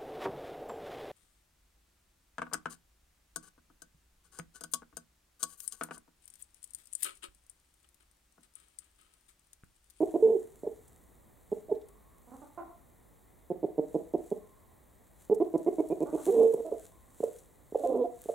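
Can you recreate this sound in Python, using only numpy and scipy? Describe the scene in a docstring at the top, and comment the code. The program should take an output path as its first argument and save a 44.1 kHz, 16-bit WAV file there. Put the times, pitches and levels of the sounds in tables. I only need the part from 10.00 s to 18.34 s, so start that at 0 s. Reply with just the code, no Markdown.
"""A rooster clucks with his beak nearly shut as he settles into a nest of hay in a barn.
His syrinx is the source and his throat the filter: short pulse trains make runs of low knocks,
and sustained oscillation draws them out into cooing, rasping notes. Further off are short, low hen
notes and the faint, thin crows of a distant rooster. Hay rustles by friction and snaps by fracture
as he shuffles. The planks reflect the calls, over a low murmur of air and a faint hiss."""
import sys
import numpy as np
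from scipy import signal
from scipy.fft import rfft, irfft
from scipy.io import wavfile

SR = 44100
rng = np.random.default_rng(int(sys.argv[2]) if len(sys.argv) > 2 else 0)


def int16_out(signal):
    """Quantize to a 16-bit WAV file."""
    q = np.round(np.clip(np.atleast_2d(signal).T, -1, 1) * 32767)
    wavfile.write(sys.argv[1], SR, q.astype(np.int16))


N = 367794

# spectrum of dry hay: f/Hz, relative spectral level/dB
HAY_SPECTRUM = [(500, -19.5), (1500, -10), (2400, -17), (2900, -15.5), (3900, -12.5), (5100, -22),
                (6100, -10.5), (7600, -3.5), (12000, -9.5), (16000, -17)]


def slapping(start, length, db, first_hz, last_hz, throat_hz, swell_db, limp=0, size=4096):
    """Source and filter: a gliding train of uneven slaps of the syrinx rings the throat."""
    t = np.arange(0, length, 1 / SR)
    uneven = 1 + .09 * wander(size, 400)[:len(t)]
    cycle = np.floor(np.cumsum(uneven * (first_hz + (last_hz - first_hz) * t / length)) / SR)
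    slaps = np.diff(cycle, prepend=-1) * (1 - limp * (cycle % 2))
    pressure = gain_of(swell_db * t / length) * np.minimum((1 - t / length) / 0.21, 1)
    f = np.fft.rfftfreq(size, 1 / SR)
    voice = irfft(rfft(slaps * pressure, size) * throat(f, start, throat_hz))
    voice *= np.sqrt(len(t) / np.sum(voice ** 2))
    return gain_of(db) * buzzing(voice)


def clucks(climb_per_s=5):
    """Period doubling: as pressure builds, a slack syrinx weakens alternate slaps, an octave down."""
    # t/s, duration/s, relative level/dB, starting f/Hz, weakening of alternate slaps (0-1)
    calls = [(0.0045, 0.035, -24, 306.4, 0.21), (0.14, 0.028, -25, 299, 0.13),
             (1.517, 0.015, -28, 395.7, 0.9), (3.502, 0.019, -29, 331, 0.85),
             (3.629, 0.022, -27, 304.4, 0.6), (3.78, 0.02, -25.5, 295, 0.85),
             (3.944, 0.022, -26.5, 294, 0.8), (4.137, 0.02, -25, 307.5, 0.52),
             (4.3145, 0.011, -26.5, 413, 1), (5.308, 0.026, -21.5, 403.6, 0.46),
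             (5.401, 0.0267, -22.5, 324.6, 0.0), (5.539, 0.026, -24, 322.7, 0.55),
             (5.663, 0.028, -23.5, 311, 0.21), (5.783, 0.026, -25, 305.6, 0.13),
             (5.901, 0.032, -28, 298.3, 0.5), (6.005, 0.036, -28.5, 294.2, 0.58),
             (6.128, 0.031, -29, 293.2, 0.4), (6.266, 0.041, -23.5, 330, 0.19)]
    out = np.zeros(N)
    for start, length, db, hz, limp in calls:
        last_hz = hz * (1 + climb_per_s * length)
        add(out, start, slapping(start, length, db, hz, last_hz, 430.2, swell_db=8.5, limp=limp))
    return out


def knocks():
    """Impulse response: one slap rings the throat as the syrinx opens ahead of a call."""
    # lone slaps: t/s, relative level/dB
    slaps = [(0.6331, -34.5), (1.684, -45), (5.2976, -25.5), (7.2033, -31.5), (7.7227, -36.5),
             (8.2571, -40.5)]
    out = np.zeros(N)
    for start, db in slaps:
        add(out, start, slapping(start, .0045, db, 200, 200, throat_hz=426, swell_db=0))
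    return out


def puks(length_s=0.011, pitch_ratio=0.607):
    """Tension sets pitch: a tight syrinx lets go, and the pitch drops as the level leaps."""
    # sharp "puk" calls: t/s, relative level/dB, starting f/Hz
    calls = [(0.6651, -29, 557), (1.714, -23, 512), (6.5346, -25.5, 530), (6.7154, -29, 635),
             (7.2296, -24.1, 702), (7.7462, -23.5, 877), (8.2868, -27, 850)]
    out = np.zeros(N)
    for start, db, hz in calls:
        throat_hz = 421 * (hz / 553) ** 0.37  # a higher puk comes from a tighter throat
        add(out, start, slapping(start, length_s, db, hz, hz * pitch_ratio, throat_hz, swell_db=7))
    return out


def held_note(start, hz, rough, octave_db, nasal_db, throat_hz=450, jitter=0.08, undertone_db=-8):
    """Nonlinear oscillation: with roughness, alternating cycles give subharmonics, then chaos."""
    turns = np.cumsum(hz * (1 + jitter * rough * wander(len(hz), 160))) / SR
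    order = np.arange(1, 17)[:, None] / 2  # harmonics and the half orders between them
    lines = throat(order * hz, start, throat_hz, width_hz=190, leak_db=-44.5)
    lines *= np.where(order % 1, 0.83 * rough, 1)
    lines *= gain_of(octave_db * np.log2(np.clip(order, 1, 2)) + undertone_db * (order < 1))
    voice = (lines * np.exp(2j * np.pi * order * turns)).real.sum(0)
    voice /= np.sqrt(np.sum(abs(lines) ** 2, 0) / 2)
    nasal = sum(gain_of(nasal_db - 3 * np.log2(k / np.pi)) * np.cos(2 * np.pi * k * turns)
                for k in range(3, 9))
    chaos = 1.88 * rough ** 2  # takes over only in the roughest stretches
    voice = (voice + chaos * rasp(len(hz), start, throat_hz)) / np.sqrt(1 + chaos ** 2)
    return buzzing(voice, buzz_db=-57, buzz_hz=3300, width_hz=1200) + nasal


def coos(clear=0.066, flutter_db=1.5, flutter_hz=70):
    """Onset of instability: a drawn-out note starts clear, roughens midway and clears again."""
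    # one contour a note: t/s, relative level/dB, f/Hz
    contours = [
        [(0.223, -15, 422), (0.231, -17, 448.5), (0.303, -20, 447), (0.327, -24, 452), (0.353, -26.5, 379.4),
         (0.372, -23.5, 385)],
        [(6.29, -19, 380), (6.298, -29, 378), (6.314, -32, 474), (6.338, -23, 467), (6.368, -24.5, 445),
         (6.41, -19, 448), (6.496, -29, 451.5), (6.522, -29.5, 446)],
        [(7.858, -15, 510), (7.87, -30.5, 516.4), (7.944, -26, 498.7), (7.994, -29, 510.7), (8.022, -22, 488),
         (8.042, -27, 482)],
    ]
    # one timbre a note: midway roughness (0-1), gain from the octave up/dB, nasal overtone level/dB
    timbres = [(.3, -13.5, -57), (.52, -12.5, -49), (.88, -2, -55.5)]
    out = np.zeros(N)
    for contour, (roughness, octave_db, nasal_db) in zip(contours, timbres):
        start, db, hz = curves(contour)
        middle = abs(np.sin(np.linspace(0, np.pi, len(hz)))) ** 1.3
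        rough = clear + (roughness - clear) * middle
        db = db + flutter_db * middle * wander(len(hz), flutter_hz)  # unsteady pressure
        note = held_note(start, hz, rough, octave_db, nasal_db)
        add(out, start, gain_of(db) * note * signal.windows.tukey(len(hz), .08))
    return out


def whines():
    """Sustained oscillation: short, high notes swell and fade, each about one pitch."""
    # t/s, duration/s, relative level/dB, f/Hz
    calls = [(0.64, 0.02, -42, 607), (1.69, 0.03, -38.5, 631.5), (6.567, 0.052, -34, 454.5),
             (6.641, 0.065, -39, 641.6), (6.728, 0.029, -39.5, 663), (7.795, 0.049, -41.5, 557),
             (7.832, 0.031, -28.5, 689), (8.037, 0.03, -33, 684)]
    out = np.zeros(N)
    for start, length, db, hz in calls:
        envelope = signal.windows.tukey(round(length * SR), 0.55)
        pitch = np.full(len(envelope), float(hz))
        note = held_note(start, pitch, rough=0.4, octave_db=-7.5, nasal_db=-49)
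        add(out, start, gain_of(db) * envelope * note)
    return out


def rasp(size, start, throat_hz, lowest_hz=260):
    """Chaotic flapping of the syrinx has a continuous spectrum, which the throat filters."""
    f = np.fft.rfftfreq(size, 1 / SR)
    flaps = np.exp(2j * np.pi * rng.random(len(f))) * f ** 4 / (f ** 4 + lowest_hz ** 4)
    return unit_rms(irfft(flaps * throat(f, start, throat_hz, width_hz=160), size))


def throat(f, start, main_hz, width_hz=85, leak_db=-52):
    """Formants in cascade: the shut beak passes little above 1.1 kHz but a nasal ring and some buzz."""
    # the neck stretches as the clucking grows keener:
    # t/s, upper formant f/Hz, nasal ring f/Hz, nasal ring level/dB
    neck = [(.2, 940, 2396, -40), (4.3, 902, 2218, -48), (5.35, 1055, 2090, -43), (5.7, 1040, 2100, -29),
            (5.91, 980, 2410, -27.5), (6.5, 1135, 2670, -43)]
    times, *columns = np.transpose(neck)
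    upper_hz, nasal_hz, nasal_db = [np.interp(start, times, column) for column in columns]
    body = formant(f, main_hz, width_hz) * formant(f, 709, 410) * formant(f, upper_hz, 300)
    body /= 1 + 1j * f / 300
    leak = gain_of(nasal_db) * ring(f, nasal_hz, 90) + gain_of(leak_db) * ring(f, 3550, 400)
    chest_hz = 157 * (main_hz / 410) ** 3.9  # a tighter throat also thins the bass
    high_pass = formant(f, chest_hz, 160) * (f / chest_hz) ** 2
    return (body + leak) * high_pass ** 2


def buzzing(voice, buzz_db=-48, buzz_hz=2300, width_hz=1500):
    """Modulated turbulence: air squeezed through the nostrils adds a faint fizz to each cycle."""
    f = np.fft.rfftfreq(len(voice), 1 / SR)
    spectrum = rfft(rng.standard_normal(len(voice))) * ring(f, buzz_hz, width_hz) ** 2
    fizz = unit_rms(irfft(spectrum, len(voice)))
    return voice + gain_of(buzz_db) * fizz * np.maximum(voice, 0)


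def other_birds(jitter=0.044, arch=0.017, fade_db=-5):
    """Harmonic series: open-beaked notes, shaped by the throat, arch slightly in pitch."""
    # short, low hen notes and faint, thin crows of a distant rooster:
    # t/s, duration/s, relative level/dB, f/Hz
    calls = [(1.843, 0.38, -71, 1105), (2.27, 0.05, -53.5, 249), (2.315, 0.045, -46, 263.2),
             (2.416, 0.031, -46.5, 287), (2.574, 0.043, -36.5, 345.2), (4.3, 0.49, -70, 1064),
             (6.057, .05, -42.5, 287.8), (6.174, 0.035, -43, 282.5), (6.898, 0.26, -70, 1080)]
    # throat response: f/Hz, relative level/dB
    response = [(250, 7.5), (350, -3), (700, 2), (1050, -2.5), (1400, -12.5), (1750, -28.5), (2100, -29.5),
                (3000, -42)]
    out = np.zeros(N)
    for start, length, db, hz in calls:
        progress = np.linspace(0, 1, round(length * SR))
        pitch = hz * (1 - arch * (2 * progress - 1) ** 2 + jitter * wander(len(progress), 140))
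        turns = np.cumsum(pitch) / SR
        voice = sum(gain_of(value_at(response, k * hz)) * np.cos(2 * np.pi * k * turns)
                    for k in range(1, 9))
        envelope = gain_of(db + fade_db * progress) * signal.windows.tukey(len(progress), .2)
        add(out, start, envelope * unit_rms(voice))
    return out


def rustle(cracks_per_s=1600, spread_db=5.0, rest_db=-79):
    """Friction: feathers rub on dry stalks in swells of soft hiss full of tiny cracks."""
    # movements in the hay: centre t/s, half duration/s, relative level/dB
    shuffles = [(0.164, 0.39, -65), (0.801, 0.24, -71.5), (1.56, 0.066, -67), (2.39, 0.096, -67.5),
                (3.952, 0.11, -67.5), (4.28, 0.079, -63.5), (5.216, .04, -65), (5.789, 0.3, -66),
                (6.268, 0.074, -51), (6.414, 0.24, -59), (6.833, 0.051, -59.5), (7.239, 0.066, -58),
                (7.354, 0.08, -62), (7.844, 0.066, -58), (8.3, 0.12, -59.5)]
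    cracks = rng.standard_normal((2, N)) * (rng.random(N) < cracks_per_s / SR)
    cracks *= gain_of(spread_db * np.minimum(rng.exponential(1, N), 2 * np.e - 1))
    rubbing = rng.standard_normal((2, N))
    t = np.arange(N) / SR
    power = gain_of(rest_db) ** 2 + sum(gain_of(db) ** 2 / (1 + ((t - centre) / width) ** 2) ** 2
                                        for centre, width, db in shuffles)
    return coloured(unit_rms(cracks) + rubbing, HAY_SPECTRUM) * np.sqrt(power)


def snaps(t60=0.04, rise_s=0.0078, relative_width=0.6, size=2048):
    """Damped resonance: each breaking or pecked stalk splinters in a burst around its own pitch."""
    # stalks that snap: t/s, relative peak level/dB, f/Hz
    fractures = [(0.393, -50.5, 8000), (0.8772, -47.5, 8610), (1.884, -45, 9470), (5.3438, -39.5, 8670),
                 (5.5759, -44, 7900), (5.8856, -42, 9980), (6.0237, -44, 7420), (6.4283, -38.5, 8810),
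                 (6.537, -37.5, 9910), (7.236, -39, 9030), (7.3834, -45.5, 7380), (8.2172, -35.5, 13100)]
    # duller taps of the beak: t/s, relative peak level/dB, f/Hz
    pecks = [(0.09, -54, 3180), (1.749, -56.5, 3520), (1.812, -55, 3350), (5.444, -56.5, 3600)]
    out = np.zeros((2, N))
    t, f = np.arange(size) / SR, np.fft.rfftfreq(size, 1 / SR)
    for start, db, hz in fractures + pecks:
        age = t * max(hz / 8440, 1) ** 3.7  # thinner stalks snap higher and shorter
        noise = rng.standard_normal(size) + 0.18 * rng.standard_normal((2, size))
        envelope = gain_of(-60 * age / t60) * (1 - np.exp(-age / rise_s))
        stalk = gain_of(.5 * value_at(HAY_SPECTRUM, f)) * formant(f, hz, hz * relative_width) * f
        burst = irfft(rfft(noise * envelope) * stalk)
        add(out, start, gain_of(db - 3) * burst / abs(burst).max() * (1 - t / t[-1]))
    return out


def nook(x, mode_hz=450, width_hz=9, mode_db=-13):
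    """Early reflections and one standing wave that hums on in the corner by the nest."""
    # echoes off the planks: delay t/s, left level/dB, right level/dB
    planks = [(.007, -15.5, -16), (0.0198, -22, -15), (0.044, -20, -15), (0.055, -28.5, -19.5)]
    f = np.fft.rfftfreq(N + SR, 1 / SR)
    hum = irfft(rfft(x, N + SR) * ring(f, mode_hz, width_hz), N + SR)[:N]
    out = gain_of(mode_db) * np.array([hum, hum])
    for delay, left_db, right_db in planks:
        add(out, delay, gain_of([[left_db], [right_db]]) * x)
    return out


def barn(x, echoes_per_s=3000):
    """Diffuse reverberation: echoes of random sign decay exponentially, each band at its own rate."""
    # reverberation time: f/Hz, t60/s
    decay_times = [(150, 0.41), (450, 0.43), (1000, 0.47), (3000, 0.3), (10000, 0.092)]
    echoes = rng.choice([-1., 1.], (2, SR)) * (rng.random((2, SR)) < echoes_per_s / SR)
    echoes[1] = 0.56 * echoes[0] + 0.77 * echoes[1]  # left and right are partly coherent
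    hz, t, bands = signal.stft(echoes, SR, nperseg=256)
    decay = gain_of(-60 * t / value_at(decay_times, hz)[:, None])
    tail = signal.istft(bands * decay, SR, nperseg=256)[1]
    tail *= np.clip(np.arange(tail.shape[1]) / SR / 0.0064 - 1, 0, 1)  # a short gap, then a fade-in
    return signal.fftconvolve(x[None], tail / np.linalg.norm(tail[0]), axes=1)[:, :N]


def still_air(murmur_db=-61.5, hiss_db=-68.5):
    """Stationary noise: a low murmur of air and a faint hiss."""
    # both spectra: f/Hz, relative spectral level/dB
    murmur_spectrum = [(15, -38.5), (25, -16), (55, -2), (87, -10), (200, -14), (311, -15.5), (439, -17.5),
                       (778, -20.5), (1040, -23), (1520, -32.5), (1950, -28.5), (2400, -37), (3120, -61.5),
                       (5280, -120)]
    hiss_spectrum = [(1500, -37), (2400, -6.5), (3000, -4.5), (3800, -1), (5100, -10.5), (6200, -5.5),
                     (7600, 0.5), (10000, 1), (16000, 3.5)]
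    murmur = gain_of(murmur_db) * coloured(rng.standard_normal((2, N)), murmur_spectrum)
    hiss = gain_of(hiss_db) * coloured(rng.standard_normal((2, N)), hiss_spectrum)
    return murmur + hiss


def coloured(pair, spectrum):
    """Partial coherence: two independent noises are blended into left and right of one spectrum."""
    # f/Hz, left-right correlation (0-1)
    correlation = [(30, .75), (70, 0.19), (300, 0.25), (1000, 0.27), (2000, .9), (4000, 1), (8000, 0.98),
                   (13000, 0.23)]
    hz = np.fft.rfftfreq(N, 1 / SR)
    left, independent = rfft(pair)
    shared = np.clip(value_at(correlation, hz), -1, 1)
    right = shared * left + np.sqrt(1 - shared ** 2) * independent
    return unit_rms(irfft(np.array([left, right]) * gain_of(value_at(spectrum, hz)), N))


def formant(f, hz, width):
    """Second-order resonance: flat below its frequency, falling above it."""
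    return 1 / (1 - (f / hz) ** 2 + 1j * f * width / hz ** 2)


def ring(f, hz, width):
    """Band-pass resonance: gain one at the peak, falling on both sides."""
    return formant(f, hz, width) * 1j * f * width / hz ** 2


def wander(size, hz):
    """Low-pass noise: a smooth fluctuation with its cutoff at hz."""
    f = np.fft.rfftfreq(size, 1 / SR)
    return unit_rms(irfft(rfft(rng.standard_normal(size)) / (1 + (f / hz) ** 4), size))


def gain_of(db):
    """Amplitude ratio of a level in decibels."""
    return 10 ** (np.asarray(db) / 20)


def unit_rms(x):
    """Normalisation to an rms of one."""
    return x / np.sqrt(np.mean(x ** 2) + 1e-20)


def value_at(points, hz):
    """Interpolation on a logarithmic frequency axis."""
    f, value = np.transpose(points)
    return np.interp(np.log(hz + 1), np.log(f + 1), value)


def curves(rows):
    """Linear interpolation in time: the start, then each column sample by sample."""
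    times, *columns = np.transpose(rows)
    t = np.arange(times[0], times[-1], 1 / SR)
    return [times[0]] + [np.interp(t, times, column) for column in columns]


def add(mix, start, sound):
    """Superposition: a sound joins the mix at its start time in seconds."""
    part = mix[..., max(round(start * SR), 0):][..., :sound.shape[-1]]
    part += sound[..., :part.shape[-1]]


def scene():
    """Direct-to-reverberant ratio sets distance: the rooster close by, other birds further off."""
    rooster = gain_of(1.15) * (clucks() + knocks() + puks() + whines()) + gain_of(-0.65) * coos()
    birds = other_birds()
    near = rooster * gain_of([[-2.4], [1.6]]) + nook(rooster) + gain_of(-16.5) * barn(rooster)
    far = birds * gain_of([[-7], [0]]) + gain_of(-9) * barn(birds)
    air = still_air()
    hay = (rustle() + snaps()) * gain_of([[.7], [-.7]])
    return near + far + hay + air


def record(dry):
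    """Band limiting: a linear-phase low-pass removes the treble above 15.9 kHz."""
    low_pass = signal.firwin(511, 15900, window=("kaiser", 9), fs=SR)
    return signal.oaconvolve(dry, low_pass[None], "same", axes=1)


dry = scene()
out = record(dry)
int16_out(out)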